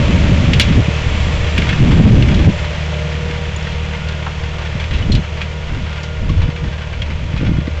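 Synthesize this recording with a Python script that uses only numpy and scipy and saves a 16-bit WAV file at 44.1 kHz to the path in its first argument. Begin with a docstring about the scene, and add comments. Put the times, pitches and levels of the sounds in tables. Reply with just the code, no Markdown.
"""Tractor and cultivator in wind

A six-cylinder diesel tractor drags a cultivator across a dry field and slowly draws away. Periodic
firing makes the exhaust drone and the engine knock; fan and gears hum, and the turbo whistles thinly.
Soil rushes through the tines, and impacts excite the modes of the steel frame, which clanks.
Turbulent gusts buffet the microphone and drive it into clipping."""
import sys
import numpy as np
from scipy import signal
from scipy.fft import rfft, irfft, next_fast_len
from scipy.io import wavfile
from scipy.ndimage import uniform_filter1d, map_coordinates

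SR = 44100
rng = np.random.default_rng(int(sys.argv[2]) if len(sys.argv) > 2 else 0)


def master(y):
    """Save y as 16-bit WAV."""
    cut = np.clip(np.atleast_2d(y).T, -1, 1)
    pcm = np.round(cut * 32767)  # scale
    wavfile.write(sys.argv[1], SR, pcm.astype(np.int16))


N = 343970
T = np.arange(N) / SR


def undb(db):
    """Amplitude ratio of a level in decibels."""
    return 10 ** (np.asarray(db) / 20)


def unit(x):
    """Normalisation to rms 1."""
    return x / np.sqrt(np.mean(x ** 2))


def curve(table):
    """Linear interpolation of (t/s, value) points at every sample."""
    return np.interp(T, *np.transpose(table))


def colour(x, spectrum):
    """Spectral shaping by (f/Hz, level/dB) points, with a roll-off at the last point; rms 1."""
    size = next_fast_len(N)
    hz, db = np.transpose(spectrum)
    f = np.maximum(np.arange(size // 2 + 1) * SR / size, 1)
    gain = undb(np.interp(np.log(f), np.log(hz), db))
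    return unit(irfft(rfft(x, size) * gain / (1 + (f / hz[-1]) ** 2), size)[:N])


def noise():
    """Gaussian white noise."""
    return rng.standard_normal(N)


def drift(rate):
    """Smooth random modulation that changes about rate times a second; rms 1."""
    steps = rng.standard_normal(4096)
    return unit(uniform_filter1d(np.interp(T * rate, np.arange(len(steps)), steps), 256))


# Gusts: t/s, duration/s, relative eddy level/dB, relative buffet level/dB
GUSTS = [(0, 0.61, -24.5, -21.5), (0.671, 0.13, -19.5, -19.5), (1.018, 0.46, -23.5, -31.5),
         (1.557, 0.31, -21.5, -27), (1.819, 0.68, -20.5, -20), (1.994, 0.203, -27.5, -17),
         (2.55, 0.24, -29.5, -37.5), (4.925, .14, -22.5, -31), (5.069, 0.12, -18.5, -25.5),
         (5.704, .14, -23, -32.5), (6.22, .24, -18.5, -31), (6.623, 0.057, -22.5, -31),
         (6.98, 0.37, -28.5, -35), (7.388, 0.23, -20.5, -28), (7.73, .07, -24.5, -36)]

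def gusts(attack_s=0.031, release_s=0.017):
    """Envelopes of eddies and buffeting: each gust grows exponentially, holds and decays."""
    slow, fast = undb(-33.5), undb(-40)  # the breeze between gusts
    for s, length, slow_db, fast_db in GUSTS:
        shape = np.exp(np.minimum(T - s, 0) / attack_s - np.maximum(T - s - length, 0) / release_s)
        slow = np.maximum(slow, undb(slow_db) * shape)
        fast = np.maximum(fast, undb(fast_db) * shape)
    return slow, fast


def turbulence(spectrum, steady_s=0.075):
    """Turbulent pressure: shaped noise whose strength is even over the span of one eddy."""
    swirl = colour(noise(), spectrum)
    return swirl / np.sqrt(uniform_filter1d(swirl ** 2, int(steady_s * SR)))


# Single eddies striking the microphone: t/s, envelope peak level/dB, f/Hz
THUMPS = [(.886, -1.5, 153), (1.59, -6, 205), (1.827, -2, 110), (2.109, 2.5, 91), (2.477, 4.5, 100),
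          (3.15, -20, 198), (3.302, -19, 310), (4.757, -9, 109), (5.1, -5, 202), (5.147, -0.5, 115),
          (6.305, -7, 150), (6.442, -14, 128), (6.489, -6, 133), (7.343, -10, 128), (7.413, -10.5, 250),
          (7.433, -7, 240), (7.494, -4, 160), (7.517, -2, 143), (7.588, -3, 149), (7.68, -9.5, 253)]

def thumps(cycles=0.76, steepness=0.51):
    """Pressure transients: a small eddy pushes and pulls the diaphragm, with a steep front."""
    out = np.zeros(N)
    for s, db, hz in THUMPS:
        near = np.abs(T - s) < .05
        turns = (T[near] - s) * hz
        angle = 2 * np.pi * (turns + rng.random())
        envelope = undb(db) * np.exp(-(turns / cycles) ** 2)
        out[near] += envelope * np.sin(angle + steepness * np.sin(angle))
    return out


# Spectra of slow eddies and of fast buffeting: f/Hz, relative level/dB
EDDIES = [(5, -12.5), (15, -3), (35, -4), (60, 0), (100, -3.5), (160, -21), (300, -42)]
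BUFFETS = [(20, -17), (60, 0.5), (100, 2), (170, -1.5), (235, -6.5), (320, -12.5), (450, -24), (700, -29.5),
           (1500, -56)]

def wind(eddy_db=4.0, buffet_db=10, onset_db=-36):
    """Flow noise: slow eddies rock the diaphragm; a stronger flow breaks up and buffets it."""
    slow, fast = gusts()
    breakup = 1 / (1 + (undb(onset_db) / fast) ** 2)
    buffets = breakup * fast * undb(buffet_db + 2 * drift(60)) * turbulence(BUFFETS)
    eddies = slow * undb(eddy_db + 2 * drift(12)) * turbulence(EDDIES)
    return eddies + buffets + thumps()


# Stones striking a spring tine: t/s, peak level/dB, f/Hz, T60/s
PINGS = [(3.563, -22, 6970, 0.023), (5.025, -21, 2970, 0.052), (5.119, -18, 4180, .1),
         (5.156, -31, 4170, 0.14), (5.4157, -18.5, 2450, 0.063), (6.294, -21.5, 1115, 0.07),
         (7.019, -17, 3230, 0.044), (7.3752, -25, 2510, 0.12)]

def pings():
    """Damped free vibration: a flicked tine rings in one mode, which the soil quickly absorbs."""
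    out = np.zeros(N)
    for s, db, hz, t60 in PINGS:
        ringing = (T >= s) & (T < s + t60)
        t = T[ringing] - s
        out[ringing] += undb(db) * np.sin(2 * np.pi * hz * t) * np.exp(-np.log(1000) * t / t60)
    return out


# Blows on the frame: t/s, relative level/dB, contact centre f/Hz, T60 of the crash/s
CLANKS = [(0.5333, -9.5, 2710, 0.046), (0.597, -4, 2530, 0.072), (0.608, -14.5, 3500, 0.12),
          (1.578, -12.5, 2310, 0.057), (1.6183, -16.5, 2070, 0.059), (1.69, -14.5, 2080, 0.1),
          (1.727, -18.5, 1710, 0.097), (2.2235, -19, 2580, 0.045), (2.342, -24.5, 3150, 0.088),
          (3.31, -21, 2000, 0.039), (4.0852, -24.5, 3600, 0.038), (4.263, -22.5, 1100, 0.12),
          (4.799, -21.5, 2300, 0.047), (4.839, -21, 2260, 0.042), (4.9086, -23.5, 1870, 0.12),
          (4.9352, -25.5, 2570, .2), (5.12, -20.5, 3600, 0.067), (5.1498, -18, 3000, 0.063),
          (5.4151, -20.5, 2291, 0.083), (6.03, -32, 4330, 0.12), (6.291, -29, 2820, 0.1),
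          (6.561, -26, 1970, .08), (6.779, -24.5, 1790, 0.061), (7.019, -22, 2340, 0.065),
          (7.3749, -25, 2670, 0.055)]
# Modes of the steel frame: f/Hz, relative level/dB
FRAME_MODES = [(930, 2.5), (1206, -2.5), (1610, 1.5), (2160, 1), (2345, 1), (2590, 0.5), (2790, 2.5),
               (3010, 4), (3335, 4.5), (3410, 1.5), (3560, -7.5), (3775, 1), (4014, -4.5), (4242, -9),
               (4737, -10.5), (5500, -12), (5992, -6), (6918, -10), (7181, -6.5), (7900, -9)]

def clanks(ring_db=-6.0, crash_db=-0.5, ring_stretch=1.88, detune=0.01):
    """Impact excitation: a dense crash and longer-lived modes, coloured by the contact's hardness."""
    size = 16384
    out, t = np.zeros(N + size), np.arange(size) / SR
    f = np.maximum(np.arange(size // 2 + 1) * SR / size, 1)
    mode_hz, mode_db = np.transpose(FRAME_MODES)
    for s, db, hz, t60 in CLANKS:
        contact = (1 + np.log2(f / hz) ** 2) ** -2
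        phase, shift = rng.random((2, len(FRAME_MODES), 1))
        turns = mode_hz[:, None] * (1 + detune * (shift - .5)) * t + phase
        modes = undb(mode_db) @ np.sin(2 * np.pi * turns)
        ring, crash = (unit(irfft(rfft(v) * contact)) for v in (modes, rng.standard_normal(size)))
        decay = -np.log(1000) * t / t60
        blow = undb(ring_db) * ring * np.exp(decay / ring_stretch)
        blow += undb(crash_db) * crash * np.exp(decay)
        attack_s = 0.00021 / undb(0.46 * db)  # gentle blows scrape in more slowly
        start = int(s * SR)
        out[start:start + size] += undb(db) * blow * (1 - np.exp(-t / attack_s))
    return out[:N]


# Spectrum of crumbling soil: f/Hz, relative level/dB
SOIL = [(300, -11.5), (900, 1.5), (2000, 3.5), (3300, -0.5), (4500, -4.5), (7000, -18), (9000, -15.5)]

def soil(clods_per_s=90, spread_db=5.5, crumble_s=0.0075, ring_db=-5, ring_s=.02):
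    """Shot noise: clods burst on the tines at random and keep the frame's modes faintly ringing."""
    sizes = undb(spread_db * np.minimum(rng.exponential(size=N), 3))
    clods = (rng.random(N) < clods_per_s / SR) * sizes
    power = signal.lfilter([1], [1, -np.exp(-1 / (crumble_s * SR))], clods ** 2)
    crunch = colour(noise() * np.sqrt(power), SOIL)
    t = T[:SR // 10]
    frame = sum(undb(db) * np.sin(2 * np.pi * hz * t) for hz, db in FRAME_MODES) * np.exp(-t / ring_s)
    return crunch + undb(ring_db) * unit(signal.fftconvolve(crunch, frame)[:N])


def spreading_loss(speed_m_s=3.44, nearest_m=9.93, passed_ago_s=0.64):
    """Spherical spreading from a source receding in a straight line: loss in dB since the start."""
    metres = np.hypot(nearest_m, speed_m_s * (T + passed_ago_s))
    return 20 * np.log10(metres / metres[0])


# Drag of the tines: t/s, engine load as a fraction of full load
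LOAD = [(0, .38), (.6, .46), (1.35, .96), (2.15, .99), (3.6, 0), (4.5, .15), (4.8, .87), (6.2, .1),
        (7.8, .7)]

def received(level_db, loss_scale, full_load_db):
    """Gains add in decibels: a base level, less a multiple of the spreading loss, plus a load term."""
    return undb(level_db - loss_scale * spreading_loss() + full_load_db * curve(LOAD))


def turbo(no_load_hz=7072, rise_hz=228):
    """Frequency modulation: the turbocharger's thin whistle rises and falls with the load."""
    turns = np.cumsum(no_load_hz + rise_hz * curve(LOAD)) / SR
    return np.sqrt(2) * undb(2 * drift(8.8)) * np.sin(2 * np.pi * turns + 0.94 * drift(27))


# Gear whine, loudest side-on: t/s, level/dB
WHINE = [(0, -26), (.4, -33.5), (1.1, -39.5), (2.6, -36), (3.6, -51), (5.7, -52), (7.8, -41)]

def transmission(firings, runout=0.71):
    """Amplitude modulation: a wheel slightly off centre adds sidebands to the gear-mesh tone."""
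    mesh = np.sin(2 * np.pi * 7.69 * firings + 0.15 * drift(18))
    wheel = np.cos(2 * np.pi * 5 / 6 * firings + drift(9))
    return unit(mesh * (1 + runout * wheel)) * undb(curve(WHINE) - drift(5.4))


# Fan tones: harmonic number, relative level/dB, phase wander/rad, extra multiple of the spreading loss
FAN_TONES = [(1, 2.5, 0.2, 0), (2, -3.5, 0.89, 0.3), (3, -7, 0.6, -0.5)]

def fan(firings, blades_per_firing=6.225, waver_db=3.1):
    """Blade-passing harmonics: the fan chops the air, and its tones waver on crossing the field."""
    passes, loss_db = blades_per_firing * firings, spreading_loss()
    tones = np.zeros(N)
    for k, db, wander, loss_scale in FAN_TONES:
        gain = undb(db - loss_scale * loss_db + waver_db * drift(5.4))
        tones += gain * np.sin(2 * np.pi * k * passes + wander * drift(16))
    return unit(tones)


# Tones of belt drives, pumps and block: f/firing rate, relative level/dB, phase wander/rad
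HUM = [(6.71, -17, 0.77), (8.05, -10, 0.69), (8.39, -11.5, 1), (9.01, -14, 0.59), (10.19, -17, 0.41),
       (15.75, -15, 0.82), (25.7, -24.5, 1)]
# Rumble spectrum of block and tyres: f/Hz, relative level/dB
RUMBLE_SPECTRUM = [(30, -13), (70, 2), (120, 13), (185, 12.5), (225, -1.5), (275, -7.5), (390, 3), (500, 3),
                   (600, 5), (750, -9), (1000, -3), (1500, -31), (3000, -34)]

def machinery(firings, waver_db=3.5, hum_db=-0.5, rumble_db=3.5):
    """Lines on a continuous spectrum: accessory tones, shaken by moving air, over a low rumble."""
    hum = np.zeros(N)
    for k, db, wander in HUM:
        gain = undb(db + waver_db * drift(5))
        hum += gain * np.sin(2 * np.pi * k * firings + wander * drift(14))
    return undb(hum_db) * hum + undb(rumble_db) * colour(noise(), RUMBLE_SPECTRUM)


# Spectrum of combustion knock: f/Hz, relative level/dB
KNOCK_SPECTRUM = [(300, -17), (700, -3.5), (1000, -3), (1500, -4), (2100, 1), (2700, 0), (3450, -2.5),
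                  (3750, -8), (5000, -12), (6300, -12.5), (7100, -16), (9000, -16)]

def knock(firings, depth=0.28, decay_firings=0.22, uneven=0.53, rattle_gain=0.69):
    """Cyclostationary noise: a burst at each firing; valves and injectors repeat every two turns."""
    cylinders = 1 + uneven * (np.cos(np.pi * firings) + np.cos(2 * np.pi * firings / 3))
    bursts = 1 + depth * cylinders * np.exp(-(firings % 1) / decay_firings)
    pattern = rng.standard_normal(3480)  # one engine cycle of six firings
    rattle = map_coordinates(pattern, [firings / 6 % 1 * len(pattern)], order=1, mode="wrap")
    excitation = (noise() + rattle_gain * unit(rattle)) * bursts
    return colour(excitation, KNOCK_SPECTRUM) * undb(0.18 * drift(8.5))


# The engine picks up, then holds its speed: t/s, firing rate f/Hz
FIRING_RATE = [(0, 74.53), (1, 74.75), (2, 76.18), (7.8, 76.5)]

def crank(hunt_hz=1.3, swing_hz=0.555, crest_s=4.9):
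    """Phase as the integral of frequency: firings since the start, while the governor hunts."""
    hunt = swing_hz * np.cos(2 * np.pi * hunt_hz * (T - crest_s))
    return np.cumsum(curve(FIRING_RATE) + hunt) / SR


# Exhaust lines: f/firing rate, relative level/dB
EXHAUST = [(1, 0), (1.5, -10.5), (2, -8.5), (7 / 3, -22), (2.5, -16.5), (4, -33), (4.5, -28), (5, -32)]

def exhaust(firings, throb_db=0.5, waver_db=2.0):
    """Fourier series of the silencer's pulses: unequal cylinders add lines between the harmonics."""
    pulses = np.zeros(N)
    for k, db in EXHAUST:
        gain = undb(db + waver_db * (k > 1) * drift(2))  # only the overtones waver
        pulses += gain * np.cos(2 * np.pi * k * firings)
    return unit(pulses) * undb(-throb_db * drift(25))


def scene():
    """Superposition in a free field: tractor, cultivator and wind, with no walls to echo them."""
    firings = crank()
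    tractor = received(-18, loss_scale=0.72, full_load_db=1.5) * exhaust(firings)
    tractor += received(-33, loss_scale=0.63, full_load_db=-3.3) * fan(firings)
    tractor += received(-50.5, loss_scale=1.9, full_load_db=2.5) * turbo()
    tractor += transmission(firings)
    tractor += received(-30.5, loss_scale=0.83, full_load_db=1.2) * machinery(firings)
    tractor += received(-25, loss_scale=1.19, full_load_db=0.77) * knock(firings)
    cultivator = received(-34.5, loss_scale=0.61, full_load_db=1.2) * soil() + clanks() + pings()
    return (tractor + cultivator + wind())[None]


def record(dry):
    """Band limiting and saturation: a microphone with little treble rounds off the loudest peaks."""
    treble_hz, ceiling, top_hz = 7600, .71, 15800
    heard = signal.sosfilt(signal.butter(14, treble_hz, fs=SR, output="sos"), dry)
    clipped = heard / (1 + (heard / ceiling) ** 16) ** (1 / 16)
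    return signal.sosfilt(signal.ellip(8, .2, 70, top_hz, fs=SR, output="sos"), clipped)


dry = scene()
out = record(dry)
master(out)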